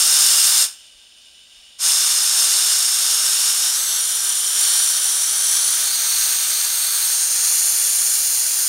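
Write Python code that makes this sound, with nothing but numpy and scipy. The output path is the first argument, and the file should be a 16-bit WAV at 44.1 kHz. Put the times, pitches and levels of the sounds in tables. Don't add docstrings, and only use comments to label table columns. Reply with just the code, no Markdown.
import sys
import numpy as np
from scipy import signal
from scipy.fft import rfft, irfft
from scipy.io import wavfile
from scipy.ndimage import uniform_filter1d

SR = 44100
rng = np.random.default_rng(int(sys.argv[2]) if len(sys.argv) > 2 else 0)


def file_out(sig):
    cols = np.atleast_2d(sig).T
    lim = np.clip(cols, -1, 1)
    pcm = np.round(lim * 32767).astype(np.int16)
    wavfile.write(sys.argv[1], SR, pcm)


def gain_from_db(level_db):
    decades = np.asarray(level_db, float) / 20
    return 10 ** decades


N = 382788
FRAME = 1024

# [f/Hz, density/dB]
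SHOP_RUMBLE = [(12, -42), (20, -11), (64, -2), (86, -18), (237, -15), (495, -18), (632, -12), (1000, -29),
               (1300, -51), (2200, -120)]
# [f/Hz, rms level/dB]
HUM = [(59.2, -79), (236.9, -80.5)]
# [t/s, peak level/dB, f/Hz]
KNOCKS = [
    (.965, -63, 36),
    (1.59, -63, 38),
]
# [t/s, low f/Hz, high f/Hz, level/dB]
SIDE_BURSTS = [(0.575, 6800.0, 8360.0, -26), (0.578, 12400.0, 13790.0, -36.8),
               (1.898, 11710.0, 14480.0, -33.4), (2.364, 14550.0, 15850.0, -45.0),
               (2.366, 11710.0, 13100.0, -37.0), (2.83, 11020.0, 12900, -33.7),
               (3.479, 9550.0, 11030.0, -31.8), (3.481, 13090.0, 14480.0, -40.4),
               (3.852, 13090.0, 14480.0, -38.1), (5.939, 4130.0, 5260.0, -30), (5.94, 8300, 9650.0, -24),
               (6.498, 11020.0, 12410.0, -33.1), (7.567, 13780.0, 15850.0, -38.7),
               (7.568, 10330.0, 11810.0, -30.6), (8.403, 8240, 9740.0, -25), (8.669, 6880.0, 9740.0, -30),
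               (8.669, 14460.0, 15850.0, -41.9)]

# [f/Hz, density/dB]
LEAK_HISS = [(250.0, -27), (500.0, -18.5), (1200.0, -17), (2200.0, -9.5), (3300.0, 0.5), (5000.0, -6.5),
             (7500.0, -11), (9500.0, -10.2), (11500.0, -24), (15650.0, -28.8)]
# [f/Hz, width/Hz, level/dB]
LEAK_FITTINGS = [(1620, 120.0, 5), (1780, 190.0, -6), (2140.0, 120.0, -9), (2970, 270, 9),
                 (3200, 230.0, -4), (3600.0, 84, 8.5), (4100.0, 360, -5), (5240.0, 410.0, 5.5),
                 (6100.0, 170.0, -4.6), (6830.0, 220.0, 4), (7420.0, 290.0, 5), (8080.0, 900.0, -6.5),
                 (8570.0, 400.0, 8.1), (9530.0, 380.0, 5.5), (9990.0, 300.0, -5.6), (10670.0, 360.0, -3.2),
                 (11570.0, 760.0, 3.6), (12680.0, 210.0, -2.9), (13440.0, 350.0, -4.0),
                 (15590.0, 900.0, 2.8)]

# [f/Hz, density/dB]
JET_ROAR = [(20, -34.5), (250.0, -30), (500.0, -22), (900.0, -16), (1400.0, -9.5), (2200.0, -14),
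            (3500.0, -6.5), (5500.0, -2.5), (9000.0, 0.5), (12500.0, -9), (15650.0, -14)]
# [f/Hz, width/Hz, level/dB]
HOUSING = [(1070, 130.0, -2.2), (1535, 180, 2), (2380, 91, 3.5), (2670, 320, -2.5), (2780, 90, 5),
           (3594, 180, 3), (4370, 250, 3), (4830, 170, -1.2), (5880, 150, 2.5), (6040, 180, -2.5),
           (6540, 380, 2), (7360, 230, 2.5), (8340, 190, 1.5), (11650, 200, 2)]
# [t/s, jet level/dB]
FLOW = [(.3, -14), (1.86, -15), (2.32, -17), (2.44, -15), (2.8, -17), (3.49, -17), (3.82, -19.5),
        (4.47, -19), (4.53, -19.5), (4.61, -15.5), (4.97, -18), (5.49, -18), (5.55, -16.5), (5.97, -19.5),
        (6.24, -17), (6.72, -19.5), (7.59, -16.5), (8.68, -19)]
# [t/s, level/dB, fading/s]
SPITS = [
    (2.45, 2, 0.63),
    (4.63, 4.5, .45),
    (5.62, 3, .4),
    (5.9, 6.5, 0.73),
    (6.55, 5.5, 0.75),
    (6.85, 3.5, 0.36),
]

# [f/Hz, width/Hz, level/dB]
CUPPED = [(1050, 500, 1.5), (2860, 370, 4), (3610, 360, 3), (5260, 660, 7), (6460, 270, 3),
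          (7200, 250, 1.2), (8070, 420, -5.5), (8650, 420, 5), (9420, 270, 5), (9860, 300, -1.5),
          (11000, 320, 0.5), (11900, 400, 0.5), (13300, 700, -3), (14200, 450, 0.5)]
# [f/Hz, width/Hz, level/dB]
LIFTED = [(2560, 550, -2.8), (5140, 500, -6), (6200, 450, 3.5), (7150, 630, -8), (8310, 420, 1.5),
          (9200, 340, -10), (10510, 250, 3.7), (12030, 920, 2.1), (13520, 530, 3), (14730, 600, -4.8)]
# [f/Hz, width/Hz, level/dB]
SLIDING = [(2460, 180, -6), (3460, 910, 4), (4420, 460, 6), (4660, 1660, -3), (6230, 940, 7.5),
           (6880, 1000, -7), (9200, 1000, -7), (10070, 3500, 3.5), (13480, 360, 5), (15060, 1230, -3.4)]
# [f/Hz, width/Hz, level/dB]
PINCHED = [(2720, 680, -2), (3070, 320, 4), (4800, 610, -3), (5780, 700, 4.5), (6400, 290, -2.5),
           (8380, 620, -6), (9190, 640, 8.5), (9950, 240, 4.5), (10270, 430, -7), (11500, 320, 4.5),
           (11940, 1400, -4.5), (13350, 400, 2.5), (14000, 500, 1.1), (14900, 700, -5)]
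# [f/Hz, width/Hz, level/dB]
CLENCHED = [(2180, 800, 2), (5200, 680, -2.5), (5940, 400, 3.5), (6470, 300, 3.5), (7830, 1430, -5.5),
            (8600, 880, 6), (9600, 300, -2), (10500, 300, -3), (11000, 600, 1), (11700, 400, 0),
            (12780, 440, 5), (13080, 250, -5), (14000, 600, 5.5), (14900, 1450, 5)]
# [f/Hz, width/Hz, level/dB]
ROLLED = [(1260, 760, -3), (3050, 230, -5.5), (3670, 480, -7), (4040, 240, 3.5), (5300, 1200, -1),
          (6670, 1250, 3.5), (7810, 880, -7), (9350, 1070, 7.5), (10600, 1270, -6), (11060, 400, 6),
          (12030, 1100, 6), (13500, 300, -3), (14300, 320, -2.1), (14500, 1560, 6)]
# [start t/s, end t/s, shape, gap pitch shift at start/%, at end/%]
HOLDS = [(0, .64, CUPPED, 0.5, -2), (1.84, 2.45, CUPPED, -0.5, 0.5), (3.05, 3.755, CUPPED, 1, 3.5),
         (3.785, 3.85, LIFTED, -.7, 0), (3.88, 3.968, SLIDING, -1, 2), (4.008, 4.548, PINCHED, 0, -0.7),
         (5.15, 5.66, PINCHED, 1.3, 4), (5.952, 6.6, CLENCHED, 1, 1), (6.806, 7.05, CLENCHED, -1, -.1),
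         (7.183, 7.42, ROLLED, -1.5, -0.5), (7.52, 7.9, ROLLED, 1.8, 1.5), (8.25, 8.66, ROLLED, 1.8, .4)]
# [f/Hz, width/Hz, level/dB]
LOOSE = [
    [(14350, 410, 4), (11250, 300, -6), (6440, 200, -3), (10900, 350, 4)],
    [(10640, 270, -1), (13200, 250, 4), (15000, 2500, -4), (7600, 250, -3), (11050, 350, -4)],
    [(14000, 500, 4), (15000, 2000, -3), (6100, 200, -3), (7150, 250, -4)],
    [],
    [],
    [(11000, 410, 4.5), (6300, 230, -6), (8350, 350, -4), (12200, 1200, 2), (3300, 900, 2.5)],
    [(10150, 350, 2), (6900, 550, -4), (10650, 300, -3), (8700, 270, -1)],
    [(10600, 250, -5), (9800, 250, -3), (13250, 300, 2.5)],
    [(11150, 500, 7), (13200, 600, 9), (9200, 770, 2.1), (5900, 500, -4.5), (15000, 1200, 2.1)],
    [(12000, 790, -8), (14200, 1600, -2), (9400, 400, -3), (10900, 250, -4)],
    [(14600, 1600, -5), (10600, 760, 5)],
    [(10750, 450, 4), (11300, 250, -4), (4950, 700, 2.1), (13900, 2500, 2)],
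]
# [letting go t/s, pitch shift/%]
TWISTS = [
    (3.765, 4.5),
    (3.985, -3),
    (5.88, 0),
    (7.47, 0),
]


def level(x, db):
    return x * gain_from_db(db) / np.sqrt(np.mean(x ** 2))


def slope(points, hz):
    at_hz, db = np.transpose(points)
    return np.interp(np.log(hz + 1), np.log(at_hz), db)


def bells(modes, hz):
    return sum(db * np.exp(-np.log(16) * ((hz - at_hz) / width) ** 2) for at_hz, width, db in modes)


def turbulence(colour_db):
    overlap = FRAME * 3 // 4
    hz, s, z = signal.stft(rng.standard_normal(N), SR, nperseg=FRAME, noverlap=overlap)
    gain = gain_from_db(colour_db(hz[:, None], s[None, :]) + 0 * s)
    gain = gain / np.sqrt(np.mean(gain ** 2, axis=0))
    return signal.istft(z * gain, SR, nperseg=FRAME, noverlap=overlap)[1][:N]


def walk(rate_hz):
    hold = int(SR / rate_hz)
    steps = np.repeat(rng.standard_normal(N // hold + 1), hold)
    return 1.3 * uniform_filter1d(uniform_filter1d(steps, hold), hold)[:N]


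def side_bursts():
    grid_start = 868
    side = np.zeros(N + 4 * FRAME)
    hz = np.fft.rfftfreq(2 * FRAME, 1 / SR)
    window = np.kaiser(2 * FRAME, 5)
    for s, low_hz, high_hz, db in SIDE_BURSTS:
        noise = rng.standard_normal(2 * FRAME)
        band = irfft(rfft(noise) * ((hz > low_hz) & (hz < high_hz)))
        start = grid_start + FRAME * round((s * SR - grid_start) / FRAME + .1)
        side[start:start + 2 * FRAME] += window * level(band, db + 1.0)
    return side[FRAME:FRAME + N]


def room(x):
    t60_s, tail_db = 0.32, -12.5
    t = np.arange(SR // 2) / SR
    tail = rng.standard_normal(len(t)) * np.exp(-np.log(1000) * t / t60_s) * (t > .002)
    tail = signal.lfilter([1], [1, -.3], tail)
    tail = tail / np.sqrt(np.sum(tail ** 2))
    return x + gain_from_db(tail_db) * signal.fftconvolve(x, tail)[:N]


def shop():
    t = np.arange(N) / SR
    sound = turbulence(lambda hz, s: slope(SHOP_RUMBLE, hz)) * gain_from_db(-69)
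    for hz, db in HUM:
        sound += gain_from_db(db + 2 * walk(8)) * np.sqrt(2) * np.sin(2 * np.pi * hz * t)
    for s, db, hz in KNOCKS:
        thud = np.exp(-((t - s) / .042) ** 2)
        sound += gain_from_db(db) * thud * np.sin(2 * np.pi * hz * (t - s))
    return sound


def leak():
    hiss = turbulence(lambda hz, s: slope(LEAK_HISS, hz) + bells(LEAK_FITTINGS, hz))
    return hiss * gain_from_db(-47.5 + .8 * walk(24.05))


OPEN_AT_S = 1.784


def flow_db(s):
    return np.where(s < OPEN_AT_S, FLOW[0][1], np.interp(s, *np.transpose(FLOW)))


def valve(s):
    shut_at_s, shut_s, open_s = 0.62, 0.041, 0.073
    trapped_db, trapped_t60_s = -31.5, 1.6
    since = np.maximum(s - shut_at_s, 0)
    closing = np.exp(-(since / shut_s) ** 1.76)
    trapped = gain_from_db(trapped_db - 60 * since / trapped_t60_s)
    return closing + trapped + np.clip((s - OPEN_AT_S) / open_s, 0, 1)


def drain_pipe(hz, s):
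    rise_s, rest_db = 0.069, -1
    ring_db = rest_db + sum(np.interp(s, [at - rise_s, at, at + fading], [0, db, 0])
                            for at, db, fading in SPITS)
    return bells([(4330, 650, ring_db)], hz)


def hand(hz, s):
    tightness = 1.103
    wind_s, let_go_s = 0.13, 0.02
    edges = np.ravel([hold[:2] for hold in HOLDS])
    shift = np.interp(s, edges, np.ravel([hold[3:] for hold in HOLDS]))
    for at, percent in TWISTS:
        shift = shift + np.interp(s, [at - wind_s, at, at + let_go_s], [0, percent, 0])
    pitch = 1 + shift / 100
    db = np.zeros(np.broadcast(hz, s).shape)
    for shape in (CUPPED, LIFTED, SLIDING, PINCHED, CLENCHED, ROLLED):
        weight = np.interp(s, edges, np.repeat([hold[2] == shape for hold in HOLDS], 2))
        held = weight[0] > 0
        gaps_db = bells(shape, hz / np.clip(pitch[:, held], .9, 1.1))
        db[:, held] += tightness * weight[:, held] * gaps_db
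    for k, fingers in enumerate(LOOSE):
        weight = np.interp(s, edges, np.arange(len(edges)) // 2 == k)
        db += weight * bells(fingers, hz / pitch)
    return db


def jet_colour(hz, s):
    surge_db = flow_db(s) - np.mean(flow_db(s))
    low_db = -0.03 * surge_db
    top_db = 0.13 * surge_db - 11 * (1 - np.minimum(valve(s), 1)) ** 4
    low_share = 1 / (1 + (hz / 3500) ** 4)
    top_share = 1 / (1 + (11000 / (hz + 1)) ** 8)
    body_db = slope(JET_ROAR, hz) + bells(HOUSING, hz) + drain_pipe(hz, s)
    return body_db + low_share * low_db + top_share * top_db + hand(hz, s)


def jet():
    t = np.arange(N) / SR
    eddies_db = 0.53 * walk(300) + 0.37 * walk(20)
    return turbulence(jet_colour) * valve(t) * gain_from_db(flow_db(t) + eddies_db)


def scene():
    return np.tile(room(jet() + leak()) + shop(), (2, 1))


def top_cut(x):
    return signal.sosfilt(signal.butter(12, 16250, fs=SR, output="sos"), x)


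def record(dry):
    wide = dry + side_bursts() * np.array([[1], [-1]])
    low_pass = signal.ellip(12, .2, 80, 15750, fs=SR, output="sos")
    mix = signal.sosfilt(low_pass, wide)
    return top_cut(mix)


dry = scene()
out = record(dry)
file_out(out)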